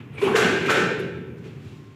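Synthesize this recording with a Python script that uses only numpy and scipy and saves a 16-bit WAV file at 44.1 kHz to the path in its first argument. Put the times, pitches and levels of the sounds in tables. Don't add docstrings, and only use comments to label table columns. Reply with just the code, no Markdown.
import sys
import numpy as np
from scipy import signal
from scipy.fft import rfft, irfft
from scipy.io import wavfile
from scipy.ndimage import uniform_filter1d

SR = 44100
rng = np.random.default_rng(int(sys.argv[2]) if len(sys.argv) > 2 else 0)


def bounce(signal):
    frames = np.transpose(np.atleast_2d(signal))
    limited = np.clip(frames, -1, 1)
    pcm = np.round(limited * 32767).astype(np.int16)
    wavfile.write(sys.argv[1], SR, pcm)


N = 85995
TIME = np.arange(N) / SR
BIN_HZ = np.fft.rfftfreq(N, 1 / SR)


def from_db(db):
    return 10 ** (np.asarray(db) / 20)


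def rms_one(x):
    return x / np.sqrt(np.mean(x ** 2) + 1e-20)


def at_hz(points, hz):
    f, value = np.transpose(points)
    return np.interp(np.log(np.maximum(hz, 1)), np.log(f), value)


def coloured(x, spectrum):
    gain = from_db(at_hz(spectrum, BIN_HZ))
    return rms_one(irfft(rfft(x) * gain, N))


def swell(s, db, rise, fall):
    t = TIME - s
    before = -.5 * (np.minimum(t, 0) / rise) ** 2
    after = -np.maximum(t, 0) / fall / 2
    return from_db(db) * np.exp(before + after)


def background():
    # (frequency [Hz], relative density [dB per Hz])
    rumble_colour = [(20, -18), (45, -24), (75, -0.5), (105, 2), (140, 6), (185, -5.5), (260, -6),
                     (380, -12), (600, -26), (1200, -27), (2600, -29), (3600, -43), (4500, -47),
                     (7400, -49), (8500, -54.5), (15500, -53)]
    # (time [s], level [dB])
    rumble_level = [(0, -40), (.12, -38.5), (1.25, -39), (1.68, -39), (1.80, -40), (1.95, -44.5)]
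    whine_start_s, whine_rise_s, whine_hz, whine_db = 1.65, 0.15, 1060, -63
    level_db = np.interp(TIME, *np.transpose(rumble_level))
    rumble = from_db(level_db) * coloured(rng.standard_normal(N), rumble_colour)
    whine_fade = np.clip((TIME - whine_start_s) / whine_rise_s, 0, 1)
    whine = whine_fade * np.sqrt(2) * np.sin(2 * np.pi * whine_hz * TIME)
    return rumble + from_db(whine_db) * whine


def cloth(moves, colour, grains_per_s, spread_db, lag_s, stretch=1):
    treble_hz = 3950
    sizes = from_db(spread_db * np.minimum(rng.exponential(1, N), 5)) * rng.choice([-1, 1], N)
    slips = rng.random(N) < grains_per_s / SR
    grains = coloured(sizes * slips, colour)
    high_pass = 1 - 1 / (1 + (BIN_HZ / treble_hz) ** 6)
    treble = irfft(rfft(grains) * high_pass, N)
    body = grains - treble
    out = np.zeros(N)
    for s, db, rise, fall, treble_db in moves:
        out += swell(s, db, rise, fall) * body
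        out += swell(s + lag_s, db + treble_db, rise * stretch, fall * stretch) * treble
    return out


def swishes():
    # (time [s], level [dB], rise [s], fall [s], treble against body [dB])
    sweeps = [(.0, -44.5, .01, 0.02, -5.5), (.160, -46, 0.023, 0.018, -8),
              (.188, -40.5, 0.0075, 0.0071, 2.5), (.219, -32, 0.0027, 0.015, -3),
              (.272, -27.5, 0.036, 0.025, -3), (.440, -22.5, 0.047, 0.071, 3),
              (.775, -24, 0.053, 0.036, 4.5), (1.385, -70, .01, 0.018, 23.5),
              (1.462, -49, 0.017, 0.037, 7.5), (1.690, -61, 0.058, 0.1, 18), (1.920, -64, 0.0094, 0.03, 1)]
    # (frequency [Hz], relative density [dB per Hz])
    colour = [(150, 0), (400, 14), (650, 1), (1200, 0.5), (1800, -0.5), (2500, 4), (3500, -4),
              (5000, -16.5), (7400, -20.5), (8600, -28), (11000, -30), (15500, -45.5)]
    return cloth(sweeps, colour, grains_per_s=9000, spread_db=2.0, lag_s=0.0012)


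def feet():
    # (time [s], level [dB], rise [s], fall [s])
    steps = [(.0, -45.5, 0.015, 0.032), (0.273, -27.5, 0.021, 0.048), (0.457, -25, 0.019, 0.0138),
             (0.503, -29, 0.0045, 0.024), (0.678, -26, 0.0062, 0.019), (0.808, -25.5, 0.0094, 0.044),
             (1.215, -40.5, 0.031, 0.041), (1.479, -38.5, 0.0058, 0.0098), (1.670, -45, .03, 0.023)]
    # (frequency [Hz], relative density [dB per Hz])
    colour = [(40, -25), (75, -1.5), (125, 8), (170, 13), (260, 12), (340, -2), (600, -26), (2000, -52)]
    pushes = sum(swell(*step) for step in steps)
    return coloured(rng.standard_normal(N), colour) * pushes


def rasps():
    # (time [s], level [dB], centre [Hz], width [Hz], rise [s], fall [s])
    rubs = [(.176, -36.5, 2330, 160, 0.0034, 0.017), (0.2217, -33.5, 1023, 53, 0.0053, 0.019),
            (0.25, -38, 2950, 450, 0.0035, 0.0077), (0.298, -27.5, 1040, 580, 0.028, 0.033),
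            (0.39, -25, 1150, 320, .003, .004), (0.34, -29.5, 1500, 260, 0.0021, 0.055),
            (0.69, -23.5, 1230, 540, 0.0036, 0.011), (0.72, -21.5, 1446, 270, 0.0097, 0.016),
            (.359, -25, 2900, 330, 0.0037, 0.003), (.700, -33, 2900, 1900, .004, 0.0074),
            (0.24, -48, 8500, 5500, .025, 0.043), (.155, -65, 9000, 2400, .012, .015),
            (1, -54, 9000, 6000, .005, .007), (0.28, -43, 2000, 1800, 0.0017, 0.0028),
            (.662, -28.5, 2400, 880, 0.0031, 0.015)]
    out = np.zeros(N)
    for s, db, hz, width_hz, rise, fall in rubs:
        edges_hz = [max(hz - width_hz / 2, 50), hz + width_hz / 2]
        band = signal.butter(2, edges_hz, "band", fs=SR, output="sos")
        friction = rms_one(signal.sosfilt(band, rng.standard_normal(N)))
        out += swell(s, db, rise, fall) * friction
    return out


def whumps():
    # (time [s], level [dB], pitch [Hz], rise [s], fall [s], phase roughness [rad])
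    billows = [(0.234, -12.5, 402, 0.0067, 0.0066, 0.37), (.270, -16.5, 393, 0.0032, 0.0061, .3),
               (.321, -19, 380, 0.0052, 0.0037, 0.23), (.351, -11.5, 448, 0.0038, 0.0036, 0.15),
               (.396, -17.5, 447, 0.0077, 0.0058, 0.42), (.540, -19.5, 383.5, 0.013, 0.011, 0.76),
               (.688, -25.5, 390, 0.0053, 0.0059, 0.51), (.775, -24, 401.7, 0.006, 0.06, 1.23),
               (0.929, -29, 405.6, .02, 0.018, 1.1), (1.010, -25.5, 385.6, 0.0086, 0.0086, 0.46),
               (1.470, -44.5, 391.5, 0.035, 0.028, 1.04)]
    flutter_hz = 42.8
    slow = signal.butter(2, flutter_hz, fs=SR, output="sos")
    out = np.zeros(N)
    for s, db, hz, rise, fall, rough in billows:
        flutter = rms_one(signal.sosfilt(slow, rng.standard_normal(N)))
        phase = 2 * np.pi * hz * (TIME - s) + rough * flutter
        out += swell(s, db, rise, fall) * np.sqrt(2) * np.sin(phase)
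    return out


def snaps():
    # (time [s], level [dB], rise [s], fall [s], treble against body [dB])
    cracks = [(.363, -16.5, 0.0074, 0.012, -0.5), (.660, -30.5, 0.0055, 0.005, 0.5),
              (.698, -18.5, 0.0042, 0.0052, 0), (.707, -19.5, 0.0027, 0.0094, -11.5)]
    # (frequency [Hz], relative density [dB per Hz])
    colour = [(150, -43), (400, 7), (650, -0.5), (1000, -5), (1500, 5.5), (2700, -6), (3700, -8.5),
              (5000, -16), (7400, -15), (8600, -23.5), (11000, -25), (15500, -35)]
    return cloth(cracks, colour, grains_per_s=12000, spread_db=1.6, lag_s=0.01, stretch=1.69)


def evened(x):
    even_hz = 22
    spectrum, span = rfft(x), int(even_hz * N / SR)
    power = abs(spectrum) ** 2
    broad = abs(uniform_filter1d(power, 10 * span)) + 1e-12
    fine = abs(uniform_filter1d(power, span)) + 1e-12
    return irfft(spectrum * np.sqrt(broad / fine), N)


def hall_tail():
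    # (frequency [Hz], decay [s])
    decay_60db = [(100, 0.85), (240, 2.58), (420, 1.22), (700, 1.16), (1100, 0.67), (1800, 0.99),
                  (4800, 0.75), (7500, 0.63), (10000, 0.19), (15000, 0.29)]
    delay_s, build_s, hold_s = 0.0038, 0.028, 0.021
    white = rfft(rng.standard_normal(N))
    centres = np.geomspace(60, 16000, 18)
    place = np.interp(BIN_HZ, centres, np.arange(len(centres)))
    dying_s = np.maximum(TIME - hold_s, 0)
    tail = np.zeros(N)
    for k, centre in enumerate(centres):
        share = np.maximum(1 - abs(place - k), 0)
        tail += irfft(white * share, N) * np.exp(-np.log(1000) * dying_s / at_hz(decay_60db, centre))
    build = 1 - np.exp(-np.maximum(TIME - delay_s, 0) / build_s)
    fade_out = np.clip(2 - 2 * TIME / TIME[-1], 0, 1) ** 2
    energy = SR * (hold_s + at_hz(decay_60db, 1000) / np.log(1e6))
    return build * evened(tail) * fade_out / np.sqrt(energy)


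def hall(x):
    # (pitch [Hz], width [Hz], boost [dB])
    peaks = [(165, 16, 4), (405, 50, 1), (486, 18, 4), (876, 11, 8), (1185, 14, 6), (1331, 12, 7),
             (1426, 14, 7), (1514, 14, 11), (1603, 20, 8), (1696, 13, 6), (1816, 20, 8), (2118, 13, 8),
             (2266, 15, 8), (2426, 22, 8), (2753, 22, 8), (3221, 14, 7), (7550, 220, 5)]
    wet = signal.fftconvolve(x, hall_tail())[:N]
    for hz, width_hz, boost_db in peaks:
        ringing = signal.lfilter(*signal.iirpeak(hz, hz / width_hz, fs=SR), wet)
        wet = wet + (from_db(boost_db) - 1) * ringing
    return wet


def scene():
    # (sound, send to the hall [dB])
    sources = [(swishes(), -6.5), (feet(), -8), (rasps(), -2.0), (whumps(), -4.5), (snaps(), 2)]
    direct = sum(x for x, _ in sources)
    echoes = hall(sum(from_db(wet_db) * x for x, wet_db in sources))
    return (direct + echoes + background())[None]


def record(dry):
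    low_cut_hz, cutoff_hz, fade_in_s = 81, 15550, .004
    faded = dry * np.minimum(TIME / fade_in_s, 1)
    thin = signal.sosfilt(signal.butter(4, low_cut_hz, "high", fs=SR, output="sos"), faded)
    rounded = .9 * np.tanh(thin / .9)
    return signal.sosfilt(signal.ellip(12, .1, 80, cutoff_hz, fs=SR, output="sos"), rounded)


dry = scene()
out = record(dry)
bounce(out)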